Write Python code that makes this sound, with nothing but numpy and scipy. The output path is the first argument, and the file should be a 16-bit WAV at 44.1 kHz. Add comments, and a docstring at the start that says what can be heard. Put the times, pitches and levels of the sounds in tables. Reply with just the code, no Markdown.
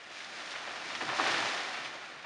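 """A tall tree falls at the edge of a park, heard from far off in mono. Fracture releases stored strain
as sound: boughs splinter in bursts of tearing fibres, and a thick limb cracks in one pressure pulse as
the tree lands. The crown rushes through neighbouring trees, impacts on the ground ring as damped thuds,
and twigs and leaves crackle as they settle. Trunks scatter dull echoes over steady outdoor noise."""
import sys
import numpy as np
from scipy import signal
from scipy.fft import rfft, irfft, next_fast_len
from scipy.io import wavfile

SR = 44100
rng = np.random.default_rng(int(sys.argv[2]) if len(sys.argv) > 2 else 0)


def file_out(sig):
    """Save sig as 16-bit WAV at sys.argv[1]."""
    # one column per channel
    cols = np.atleast_2d(sig).T
    # limit, then scale
    lim = np.clip(cols, -1, 1)
    pcm = np.round(lim * 32767).astype(np.int16)
    wavfile.write(sys.argv[1], SR, pcm)


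N = 99225
T = np.arange(N) / SR

# Envelopes of rushing leaves, crushed twigs and wood rumbling on the ground: time_s, level_db
LEAF_ENVELOPE = [(0, -56), (.09, -54), (.12, -49), (.18, -46.5), (.31, -48.5), (.41, -46), (.62, -47.5),
                 (.72, -45.5), (.8, -46), (1.0, -42.5), (1.1, -43.5), (1.2, -38), (1.29, -36), (1.5, -37.5),
                 (1.7, -44), (1.86, -46), (1.91, -50.5), (2.0, -51.5), (2.25, -56.5)]
TWIG_ENVELOPE = [(0, -67), (.15, -57), (.33, -50), (.4, -45.5), (.47, -51), (.55, -45), (.62, -46.5),
                 (.69, -45), (.86, -44.5), (1.0, -46), (1.12, -38.5), (1.17, -39.5), (1.28, -33.5),
                 (1.36, -35.5), (1.44, -35), (1.65, -39.5), (1.92, -46.5), (2.25, -51.5)]
RUMBLE_ENVELOPE = [(0, -71.5), (.25, -65), (.75, -64.5), (.9, -57.5), (1.08, -53), (1.16, -56), (1.25, -52),
                   (1.38, -50.5), (1.6, -60.5), (1.85, -62.5), (2.25, -65.5)]
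# Spectral shapes of the noise sources: frequency_hz, relative_density_db
OUTDOOR_SPECTRUM = [(25, -29), (70, -16), (130, -13.5), (190, -10), (300, -8), (480, -6), (700, -2),
                    (970, -6), (1350, -1.5), (1580, -3.5), (1860, -2.5), (2150, -3), (2800, -4.5),
                    (5000, -22.5), (8500, -27.5), (11300, -50)]
LEAF_SPECTRUM = [(100, -36), (400, -11), (700, -6.5), (1000, -5.5), (1900, -1.5), (2700, -2.5), (3600, -5),
                 (5000, -6.5), (6500, -12), (7500, -17), (9000, -21), (10200, -29.5), (11300, -53.5)]
TWIG_SPECTRUM = [(40, -30), (150, -24), (300, -5.5), (480, -4.5), (760, 0.5), (980, -3), (1300, -0.5),
                 (1900, -1.5), (2800, -7), (4500, -11.5), (6500, -21), (9500, -38.5), (11300, -57.5)]
RUMBLE_SPECTRUM = [(25, -24), (60, -22.5), (90, -11), (130, 0.5), (170, -4), (220, -2), (330, 1.5),
                   (450, -6.5), (900, -24), (3000, -58.5)]
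FIBRE_SPECTRUM = [(40, -45), (150, -29), (300, -5.5), (480, -4), (800, -0.5), (1600, -1), (3000, -1.5),
                  (6000, -7.5), (9500, -17), (11300, -50)]
# Heavy wood striking the ground: start_s, level_db, pitch_hz
GROUND_THUDS = [(1.012, -37, 313.8), (1.045, -47, 159.9), (1.075, -44.5, 132.2), (1.099, -42.5, 380.4),
                (1.184, -35, 327.9), (1.207, -39.5, 260.3), (1.275, -38.5, 341.5), (1.384, -53.5, 290)]
# Clean fractures of single limbs: peak_time_s, peak_db, pitch_hz
LIMB_SNAPS = [(.171, -34, 2200), (.206, -33.5, 1910), (.446, -35.5, 4300), (.518, -38, 4500),
              (.555, -30, 1703), (.9525, -33, 2200), (1.011, -26.5, 1083), (1.1989, -15.5, 1154),
              (1.278, -23, 1605), (1.291, -23, 1406), (1.345, -25, 1845), (1.458, -25.5, 948),
              (1.744, -33, 1710), (1.849, -32.5, 2630), (1.862, -30.5, 2000)]
# Splintering boughs: start_s, level_db, t60_s (negative for growth), highpass_hz, lowpass_hz
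BOUGH_BURSTS = [(.032, -51, 0.06, 2800, 6000), (.104, -43.5, 0.0471, 300, 700),
                (0.201, -41, 0.0855, 1425, 2010), (.244, -31, 0.02, 2400, 5020),
                (0.344, -56.5, 0.96, 5000, 9000), (0.383, -43, 0.01, 301, 1800),
                (.503, -46, 0.27, 2800, 8000), (0.514, -44, 0.1, 2800, 7000), (.534, -40, 0.07, 400, 2300),
                (0.556, -34, 0.07, 1010, 1700), (0.65, -36.5, 0.0526, 896, 2400),
                (0.673, -38.5, 0.1544, 398, 1670), (.892, -40.5, 0.26, 496, 3510),
                (.949, -29, 0.06, 800, 5060), (1.006, -30.5, 0.1068, 696, 1910),
                (1.023, -33, 0.08, 282, 606), (1.08, -39, 0.39, 502, 1780), (1.088, -29.5, 0.09, 889, 1790),
                (1.097, -32, 0.07, 1096, 1990), (1.126, -30, 0.0631, 450, 1100),
                (1.161, -38.5, 0.214, 2000, 5500), (1.184, -33, 0.2724, 224, 1308),
                (1.2, -29.5, 0.18, 240, 1153), (1.239, -25.5, 0.0226, 900, 2220),
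                (1.262, -30.5, 0.28, 706, 2030), (1.288, -31, 0.0962, 604, 1890),
                (1.338, -32, 0.2253, 1396, 2100), (1.389, -34, 0.1, 298, 1182),
                (1.455, -33.5, 0.0876, 549, 1298), (1.741, -42.5, 0.23, 900, 3000),
                (1.765, -44.5, 0.4141, 1105, 2310), (1.843, -42, 0.27, 797, 6000),
                (1.946, -43.5, 0.12, 600, 1200), (2.241, -43, -1.24, 900, 1695)]
# Narrow peaks and dips of the microphone: centre_hz, q, gain_db
MICROPHONE_RESONANCES = [(336, 7, 1), (440.5, 5.1, -2), (728, 8.46, 2), (1227, 6.9, 0.5),
                         (1490, 9.8, -0.25), (1790, 10.5, 2), (2147, 19.7, -1.5), (2338, 17, 2),
                         (3370, 21, -0.5), (3604, 11.9, 2), (7880, 15.4, -8.5)]


def from_db(db):
    """Amplitude ratio of a level in decibels."""
    return 10 ** (np.asarray(db) / 20)


def unit_power(x):
    """Normalisation to a mean square of one."""
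    return x / np.sqrt(np.mean(x ** 2) + 1e-20)


def envelope(points):
    """Amplitude over time, interpolated in decibels."""
    return from_db(np.interp(T, *np.transpose(points)))


def butterworth(x, hz, kind="low"):
    """Second-order low- or high-pass filtering."""
    return signal.sosfilt(signal.butter(2, hz, kind, fs=SR, output="sos"), x + 1e-18)


def shape_spectrum(x, points):
    """Minimum-phase filtering to a spectral shape, at unit power gain."""
    size = 2 * next_fast_len(N)
    hz, db = np.transpose(points)
    bin_hz = np.arange(size // 2 + 1) * SR / size
    gain = from_db(np.interp(np.log(bin_hz + 1), np.log(hz), db))
    cepstrum = irfft(np.log(unit_power(gain)))
    cepstrum[1:size // 2] *= 2   # folding the cepstrum makes the filter causal
    cepstrum[size // 2 + 1:] = 0
    return irfft(rfft(x, size) * np.exp(rfft(cepstrum)))[:N]


def drift(bandwidth_hz):
    """Slow random modulation: low-passed noise of unit power."""
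    return unit_power(butterworth(rng.standard_normal(N + SR), bandwidth_hz)[SR:])


def crackle(per_s, spread_db, hiss_share):
    """Shot noise: random clicks, a few much larger than the rest, share unit power with hiss."""
    sizes = from_db(spread_db * np.minimum(rng.exponential(1, N), 5))
    signs = rng.choice([-1, 1], N)
    clicks = unit_power(sizes * signs * (rng.random(N) < per_s / SR))
    return np.sqrt(1 - hiss_share) * clicks + np.sqrt(hiss_share) * rng.standard_normal(N)


def outdoor_noise(level_db=-52):
    """Stationary noise: the background keeps a constant level and spectrum."""
    return from_db(level_db) * shape_spectrum(rng.standard_normal(N), OUTDOOR_SPECTRUM)


def trunk_echoes(source, relative_db=-8.5, attack_s=0.0096, t60_s=0.656, lowpass_hz=3420):
    """Scattering: surrounding trunks return dull echoes that decay exponentially."""
    reflections = crackle(per_s=900, spread_db=4.95, hiss_share=0.166)
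    decay = np.minimum(T / attack_s, 1) * from_db(-60 * T / t60_s)
    response = butterworth(reflections * decay, lowpass_hz)
    echoes = unit_power(signal.fftconvolve(source, response)[:N])
    return from_db(relative_db) * np.std(source) * echoes


def leaf_rush(flurry_db=0.67):
    """Incoherent summation: countless leaf ticks merge into a rush with small flurries."""
    ticks = crackle(per_s=3000, spread_db=2.5, hiss_share=0.548)
    flurries = from_db(flurry_db * drift(33))
    return shape_spectrum(ticks * envelope(LEAF_ENVELOPE) * flurries, LEAF_SPECTRUM)


def twig_crackle(flurry_db=0.1141, bands=6):
    """Brittle fracture: twigs of each thickness click in their own frequency band."""
    edges_hz = np.geomspace(350, 5000, bands - 1)
    out = np.zeros(N)
    for band in range(bands):
        breaks = crackle(per_s=1100, spread_db=2.5, hiss_share=0.26)
        breaks *= from_db(flurry_db * drift(31.5))
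        if band > 0:
            breaks = butterworth(breaks, edges_hz[band - 1], "high")
        if band < bands - 1:
            breaks = butterworth(breaks, edges_hz[band])
        out += breaks
    return envelope(TWIG_ENVELOPE) * unit_power(shape_spectrum(out, TWIG_SPECTRUM))


def ground_impacts(attack_s=0.0141, t60_s=0.231, jitter_rad=0.5):
    """Damped vibration: each landing limb rings low, over the rumble of the rolling crown."""
    out = envelope(RUMBLE_ENVELOPE) * shape_spectrum(rng.standard_normal(N), RUMBLE_SPECTRUM)
    for start_s, level_db, pitch_hz in GROUND_THUDS:
        age = np.maximum(T - start_s, 0)
        ring = np.sin(2 * np.pi * pitch_hz * age + jitter_rad * drift(40))
        out += ring * np.minimum(age / attack_s, 1) * from_db(level_db - 60 * age / t60_s)
    return out


def limb_snaps(sigma_cycles=0.68):
    """Impulsive radiation: a clean break emits one short pressure swing with a Gaussian envelope."""
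    out = np.zeros(N)
    for peak_time_s, peak_db, pitch_hz in LIMB_SNAPS:
        cycles = (T - peak_time_s) * pitch_hz
        window = np.exp(-.5 * (cycles / sigma_cycles) ** 2)
        out += from_db(peak_db) * np.cos(2 * np.pi * cycles) * window
    return out


def splintering_boughs(attack_s=0.00402):
    """Progressive fracture: each bough fails in a burst of tearing fibres; thin ones lack bass."""
    tearing = crackle(per_s=4000, spread_db=1.79, hiss_share=0.411)
    fibres = shape_spectrum(tearing, FIBRE_SPECTRUM)
    out = np.zeros(N)
    for start_s, level_db, t60_s, highpass_hz, lowpass_hz in BOUGH_BURSTS:
        age = np.maximum(T - start_s, 0)
        burst = butterworth(np.roll(fibres, rng.integers(N)), lowpass_hz)
        burst = unit_power(butterworth(burst, highpass_hz, "high"))
        out += burst * np.minimum(age / attack_s, 1) * from_db(level_db - 60 * age / t60_s)
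    return out


def scene():
    """Superposition: the fall and the background add, alike in both channels."""
    fractures = splintering_boughs() + limb_snaps()
    mono = outdoor_noise() + leaf_rush() + twig_crackle()
    mono += trunk_echoes(fractures) + ground_impacts() + fractures
    return np.array([mono, mono])


def record(dry, cutoff_hz=11300):
    """Frequency response: the microphone adds narrow peaks and dips; a steep low-pass cuts the top."""
    for centre_hz, q, gain_db in MICROPHONE_RESONANCES:
        resonance = signal.lfilter(*signal.iirpeak(centre_hz, q, fs=SR), dry)
        dry = dry + (from_db(gain_db) - 1) * resonance
    return signal.sosfilt(signal.ellip(10, .1, 80, cutoff_hz, fs=SR, output="sos"), dry)


dry = scene()
out = record(dry)
file_out(out)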